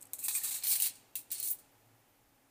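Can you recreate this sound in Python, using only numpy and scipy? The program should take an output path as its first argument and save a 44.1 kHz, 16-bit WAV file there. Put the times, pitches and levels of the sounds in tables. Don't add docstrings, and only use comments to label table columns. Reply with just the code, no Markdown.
import sys
import numpy as np
from scipy import signal
from scipy.fft import rfft, irfft
from scipy.io import wavfile

SR = 44100
rng = np.random.default_rng(int(sys.argv[2]) if len(sys.argv) > 2 else 0)


def to_wav(s):
    ch = np.atleast_2d(s).T
    pcm = np.round(np.clip(ch, -1, 1) * 32767)
    wavfile.write(sys.argv[1], SR, pcm.astype(np.int16))


N = 110250
T = np.arange(N) / SR
CREASE_RISE_S, CUTOFF_HZ = 0.0006, 15480

# start_s, length_s, first_db, last_db, body_db, top_db
RUBS = [(0, 0.034, -83, -71, -2, 1), (0.184, 0.039, -47, -56, 4, 0), (.224, 0.038, -46.5, -36, 0.5, 2),
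        (0.298, .045, -53, -38, -6, -11), (.342, .04, -37.5, -36, 0.5, 4),
        (0.379, 0.056, -42.5, -45, 2.5, -6.5), (0.435, .032, -36, -37, 2, -2.5),
        (.47, 0.025, -42, -36.5, 4, -1.5), (0.507, 0.026, -37.5, -39.5, 4.5, -2),
        (0.539, 0.048, -37.5, -43, 3, -4.5), (0.59, 0.047, -51.5, -53.5, 9, -2),
        (.635, 0.036, -34.5, -38.5, 4.5, 0.5), (.668, 0.052, -32.5, -30.5, -1.5, -0.5),
        (.712, 0.025, -31.5, -28.5, -1, -5.5), (0.741, 0.021, -40, -30.5, 1.5, -1),
        (0.771, 0.042, -44, -35, 1.5, -4.5), (0.825, .048, -32.5, -33, 2.5, -1),
        (0.877, 0.029, -46, -51, 5, -13), (0.931, 0.071, -64, -71, 1, -2), (1.318, 0.015, -35, -39, -3, -5),
        (1.338, 0.039, -43.5, -48.5, 3.5, -6), (1.381, 0.043, -45, -48.5, -1, -12),
        (1.426, 0.0637, -38, -34.5, -8, -1), (1.496, 0.027, -39, -40.5, -9.5, 7.5),
        (1.527, 0.014, -44, -52, 3, 9), (1.586, .014, -60, -59, -13, -1)]


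def snaps(burst_s=0.0025, settle_power=1.06, size=8192):
    # start_s, level_db, crackle_db, settle_s, body_db, top_db
    creases = [(0.0268, -41.5, -28, .01, 2, -3), (.1335, -25.5, -17, 0.02, -8, -1),
               (.190, -41.5, 0, 0.026, -15, -3), (.2392, -33.5, -3, .02, -16, -5),
               (0.2824, -26, -3.5, 0.023, 2, -0.5), (.310, -34.5, -7, .01, 8, -6),
               (.351, -30.5, -5, 0.022, -2.5, -20), (0.4347, -34, -8, .012, -12, 6),
               (.445, -30, -15, .01, -2, 0), (.458, -28.5, -13, .012, 2, 2), (0.51, -38, -6, 0.014, -3, -6),
               (0.5502, -35, -4, .015, 4, 1), (.6235, -43, -3, .012, 16, -11),
               (.6355, -34, -7.5, 0.014, 6, 0), (0.6687, -33, -8, .015, 7, -1),
               (0.713, -30, -10, .015, 6, 1), (.7305, -34, -16, 0.0092, 0, -16),
               (.7545, -33, -11, .012, 10, -32), (0.8005, -21, -14, 0.015, -5, 8),
               (.8215, -20, -7, 0.013, -6.5, -3.5), (.839, -36, -5, .01, 5, 6),
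               (.859, -31, -9, 0.015, 19.5, 6), (.954, -48.5, -6.5, 0.016, 1, -10),
               (1.1546, -28, -6.5, 0.025, -1.5, 0), (1.3035, -49.5, 1, 0.019, 2.5, -14),
               (1.3152, -30, -5, 0.017, 1.5, 3.5), (1.380, -44, -0.5, .015, -6, -13),
               (1.4001, -28.5, -15, .008, -5, 6), (1.428, -34, -6, 0.014, -2, -9),
               (1.504, -28, -4.5, 0.017, -19, 2), (1.586, -60, 3.5, 0.018, 1, -3)]
    out, t = np.zeros(N), T[:size]
    for start_s, level_db, crackle_db, settle_s, body_db, top_db in creases:
        crackle = amp(crackle_db) * np.exp(-(t / settle_s) ** settle_power)
        envelope = np.minimum(t / CREASE_RISE_S, 1) * np.hypot(np.exp(-t / burst_s), crackle)
        add(out, start_s, sheet(amp(level_db) * envelope * grit(size), start_s, body_db, top_db))
    return out


def rubs(rise_s=0.0023, fade_s=0.01, size=8192):
    out, t = np.zeros(N), T[:size]
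    for start_s, length_s, first_db, last_db, body_db, top_db in RUBS:
        gain = amp(np.interp(t, [0, length_s], [first_db, last_db]))
        envelope = np.minimum(t / rise_s, 1) * np.exp(-np.maximum(t - length_s, 0) / fade_s)
        add(out, start_s, sheet(gain * envelope * grit(size), start_s, body_db, top_db))
    return out


def grit(size, clicks_per_s=9000, spread_db=1.5, clump_db=0.5, clump_s=0.002):
    clicks = (rng.random(size) < clicks_per_s / SR) * rng.choice([-1, 1], size)
    strength_db = spread_db * np.minimum(rng.exponential(1, size), 4)
    clumps = noise(lambda f: (f > 60) / (1 + (f * clump_s) ** 2), size)
    return unit(clicks * amp(strength_db + clump_db * clumps))


def sheet(drive, start_s, body_db, top_db, flex=0.02, size=2048):
    hz = np.fft.rfftfreq(size, 1 / SR)
    gain = amp(colour_db(hz * (1 + flex * rng.uniform(-1, 1)), start_s, body_db, top_db))
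    gain /= np.sqrt(np.mean(gain ** 2 * (hz < CUTOFF_HZ)))
    log_gain = np.log(np.r_[gain, gain[-2:0:-1]])
    minimum_phase = np.exp(signal.hilbert(log_gain).conj())
    return signal.fftconvolve(drive, np.fft.ifft(minimum_phase).real)


def colour_db(hz, start_s, body_db, top_db, laid_s=0.62, body_hz=5570, top_hz=10860):
    # frequency_hz, gain_db
    pinched = [(100, -50), (450, -37), (850, -21), (1400, -23.5), (2000, -21), (2500, -15), (3100, -20.5),
               (4000, -9.5), (5200, -16), (6500, -9), (8400, 1), (9800, -3.5), (11300, -1), (12600, -4),
               (14000, 0.5), (15500, -1)]
    # frequency_hz, gain_db
    spread = [(100, -35), (500, -43), (800, -25), (1300, -30.5), (1900, -20), (2500, -15), (3200, -17),
              (4200, -8.5), (4900, -12.5), (6800, -9), (8200, -3.5), (9400, 0), (11000, -3.5),
              (12400, -6.5), (13800, 2.5), (15500, 2.5)]
    low_db = body_db / (1 + (hz / body_hz) ** 8)
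    high_db = top_db / (1 + (top_hz / (hz + 1)) ** 12)
    return read(pinched if start_s < laid_s else spread, hz) + low_db + high_db


def strays(pops_per_s=260, low_hz=1703, high_hz=15000, t60_s=0.012, spread_db=3.5, count=32):
    out, t = np.zeros(N), T[:1024]
    envelope = 2 * amp(-3) * decay(t, t60_s)
    for start_s, length_s, first_db, last_db, body_db, top_db in RUBS:
        delays_s = rng.exponential(1, count).cumsum() / pops_per_s
        pitches_hz = low_hz * (high_hz / low_hz) ** rng.random(count)
        offsets_db = spread_db * rng.standard_normal(count)
        for delay_s, hz, offset_db in zip(delays_s, pitches_hz, offsets_db):
            if delay_s < length_s:
                rub_db = np.interp(delay_s, [0, length_s], [first_db, last_db])
                gain = amp(rub_db + colour_db(hz, start_s, body_db, top_db) + offset_db)
                add(out, start_s + delay_s, gain * envelope * np.sin(2 * np.pi * hz * t))
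    return out


def pops(rise_s=0.00066, bend=0.029, size=8192):
    # start_s, pitch_hz, level_db, t60_s
    panels = [(0.135, 1114, -55.5, 0.035), (0.136, 2400, -56, 0.027), (.14, 610, -60, 0.19),
              (.2822, 950, -44.5, 0.021), (0.2818, 1400, -39, 0.0083), (0.2824, 1830, -39, 0.018),
              (.284, 2530, -42, 0.068), (.284, 3564, -43.5, 0.1), (.289, 4010, -39.5, 0.058),
              (0.351, 2432, -36.5, .05), (.353, 4340, -48, .04), (.376, 1805, -50, 0.055),
              (0.416, 1827, -49.5, .06), (0.801, 2980, -30.5, 0.013), (0.84, 2830, -39, 0.03),
              (1.1538, 2620, -49.5, 0.095), (1.1554, 3180, -44, 0.011), (1.155, 3670, -38.5, 0.017)]
    out, t = np.zeros(N), T[:size]
    for start_s, pitch_hz, level_db, t60_s in panels:
        cycles = np.cumsum(pitch_hz * (1 + bend * noise(lambda f: f < 500, size))) / SR
        envelope = np.minimum(t / rise_s, 1) * decay(t, t60_s)
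        add(out, start_s, amp(level_db) * envelope * np.sin(2 * np.pi * cycles))
    return out


def singing_edge():
    # peak_s, half_length_s, pitch_hz, width_hz, level_db
    sings = [(.148, 0.0067, 8400, 300, -62.5), (.243, 0.026, 2600, 150, -58.5),
             (.252, 0.0082, 8500, 700, -36.5), (.335, 0.015, 8500, 500, -45),
             (.362, 0.014, 8300, 900, -35.5), (0.766, 0.073, 810, 140, -67.5),
             (1.425, 0.062, 4350, 500, -54.5)]
    return sum(swell(*row) for row in sings)


def finger_ticks(decay_s=0.0044, width_hz=1500, upper_hz=11500, upper_db=-3.5, size=2048):
    # start_s, pitch_hz, level_db
    ticks = [(.0072, 8200, -56.5), (0.013, 8200, -49), (0.023, 8050, -46.5), (0.027, 8350, -47),
             (0.0538, 8400, -53), (0.0692, 8300, -54.5)]
    out, t = np.zeros(N), T[:size]
    envelope = np.minimum(t / CREASE_RISE_S, 1) * np.exp(-(t / decay_s) ** 2)
    for start_s, pitch_hz, level_db in ticks:
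        ring = band(pitch_hz, width_hz, size) + amp(upper_db) * band(upper_hz, 2 * width_hz, size)
        add(out, start_s, amp(level_db) * envelope * ring)
    return out


def near_echoes(x, step_s=0.035, count=4):
    # frequency_hz, t60_s
    decays = [(500, 0.062), (4000, 0.13), (15000, 0.082)]
    out = np.zeros(N)
    for k in range(count):
        steps_away = abs((T / step_s - k + count / 2) % count - count / 2)
        out += echoes(x * np.cos(np.pi / 2 * np.minimum(steps_away, 1)), decays, delay_s=0.0013)
    return out


def room_echoes(x):
    # frequency_hz, t60_s
    decays = [(500, 1), (2500, 0.74), (8000, 0.46), (15000, 0.1)]
    return echoes(x, decays, delay_s=0.013)


def echoes(x, decays, delay_s):
    hz, t, spectra = signal.stft(rng.standard_normal(SR // 2), SR, nperseg=128)
    tail = signal.istft(spectra * decay(t, read(decays, hz)[:, None]), SR, nperseg=128)[1]
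    tail *= T[:len(tail)] > delay_s
    return signal.fftconvolve(x, tail / np.linalg.norm(tail))[:N]


def hum(pitch_hz=110, waver_hz=6.15, flicker_db=2):
    # time_s, level_db
    levels = [(0, -80), (.9, -78.5), (1.05, -86), (1.4, -78), (1.72, -87), (1.81, -74), (1.94, -66.5),
              (1.99, -84), (2.5, -90)]
    cycles = np.cumsum(pitch_hz + waver_hz * noise(lambda f: f < 15)) / SR
    level_db = np.interp(T, *np.transpose(levels)) + flicker_db * noise(lambda f: f < 10)
    return amp(level_db) * unit(np.sin(2 * np.pi * cycles))


def room_noise():
    # frequency_hz, density_db
    air_spectrum = [(15, -30), (25, -10), (79, -21.5), (113, -7), (144, -13), (198, -17), (260, -13.5),
                    (631, -14.5), (826, -16), (1080, -19), (2490, -22), (4150, -27.5), (11500, -26),
                    (13900, -28.5), (15500, -23.5)]
    # pitch_hz, width_hz, level_db
    appliances = [(274, 51, -80.5), (824, 97, -81), (14200, 62, -81)]
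    # time_s, gain_db
    drift = [(0, 3.5), (.6, 3.5), (1.1, 1), (1.5, 2.5), (1.9, 0), (2.2, -1), (2.5, -1.5)]
    # peak_s, half_length_s, pitch_hz, width_hz, level_db
    swells = [(0.497, .15, 54.4, 40, -79), (1.15, 0.12, 300, 50, -76), (1.45, 0.085, 347, 80, -70.5),
              (1.91, .05, 285, 90, -75.5), (2.267, 0.096, 45, 35, -75.5)]
    air = amp(-67.5) * noise(lambda f: amp(read(air_spectrum, f)))
    tones = sum(amp(db) * band(hz, width_hz) for hz, width_hz, db in appliances)
    return amp(np.interp(T, *np.transpose(drift))) * (air + tones) + sum(swell(*row) for row in swells)


def swell(peak_s, half_length_s, pitch_hz, width_hz, level_db):
    return amp(level_db) * np.exp(-((T - peak_s) / half_length_s) ** 2) * band(pitch_hz, width_hz)


def band(hz, width_hz, size=N):
    return noise(lambda f: 1 / (1 + (2 * (f - hz) / width_hz) ** 2), size)


def noise(shape, size=N):
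    return unit(irfft(rfft(rng.standard_normal(size)) * shape(np.fft.rfftfreq(size, 1 / SR)), size))


def decay(t, t60_s):
    return np.exp(-np.log(1000) * t / t60_s)


def amp(db):
    return 10 ** (np.asarray(db) / 20)


def unit(x):
    return x / np.sqrt(np.mean(abs(x) ** 2) + 1e-20)


def read(points, hz):
    f, value = np.transpose(points)
    return np.interp(np.log(hz + 1), np.log(f + 1), value)


def add(mix, start_s, sound):
    part = mix[max(round(start_s * SR), 0):][:len(sound)]
    part += sound[:len(part)]


def scene():
    foil = snaps() + rubs() + strays() + pops() + singing_edge()
    ticks = finger_ticks()
    wet = amp(-7) * near_echoes(foil) + amp(-19) * room_echoes(foil + ticks)
    return (foil + ticks + wet + hum() + room_noise())[None]


def record(dry):
    taps = signal.firwin(401, CUTOFF_HZ, window=("kaiser", 8), fs=SR)
    return signal.oaconvolve(dry, taps[None], "same")


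dry = scene()
out = record(dry)
to_wav(out)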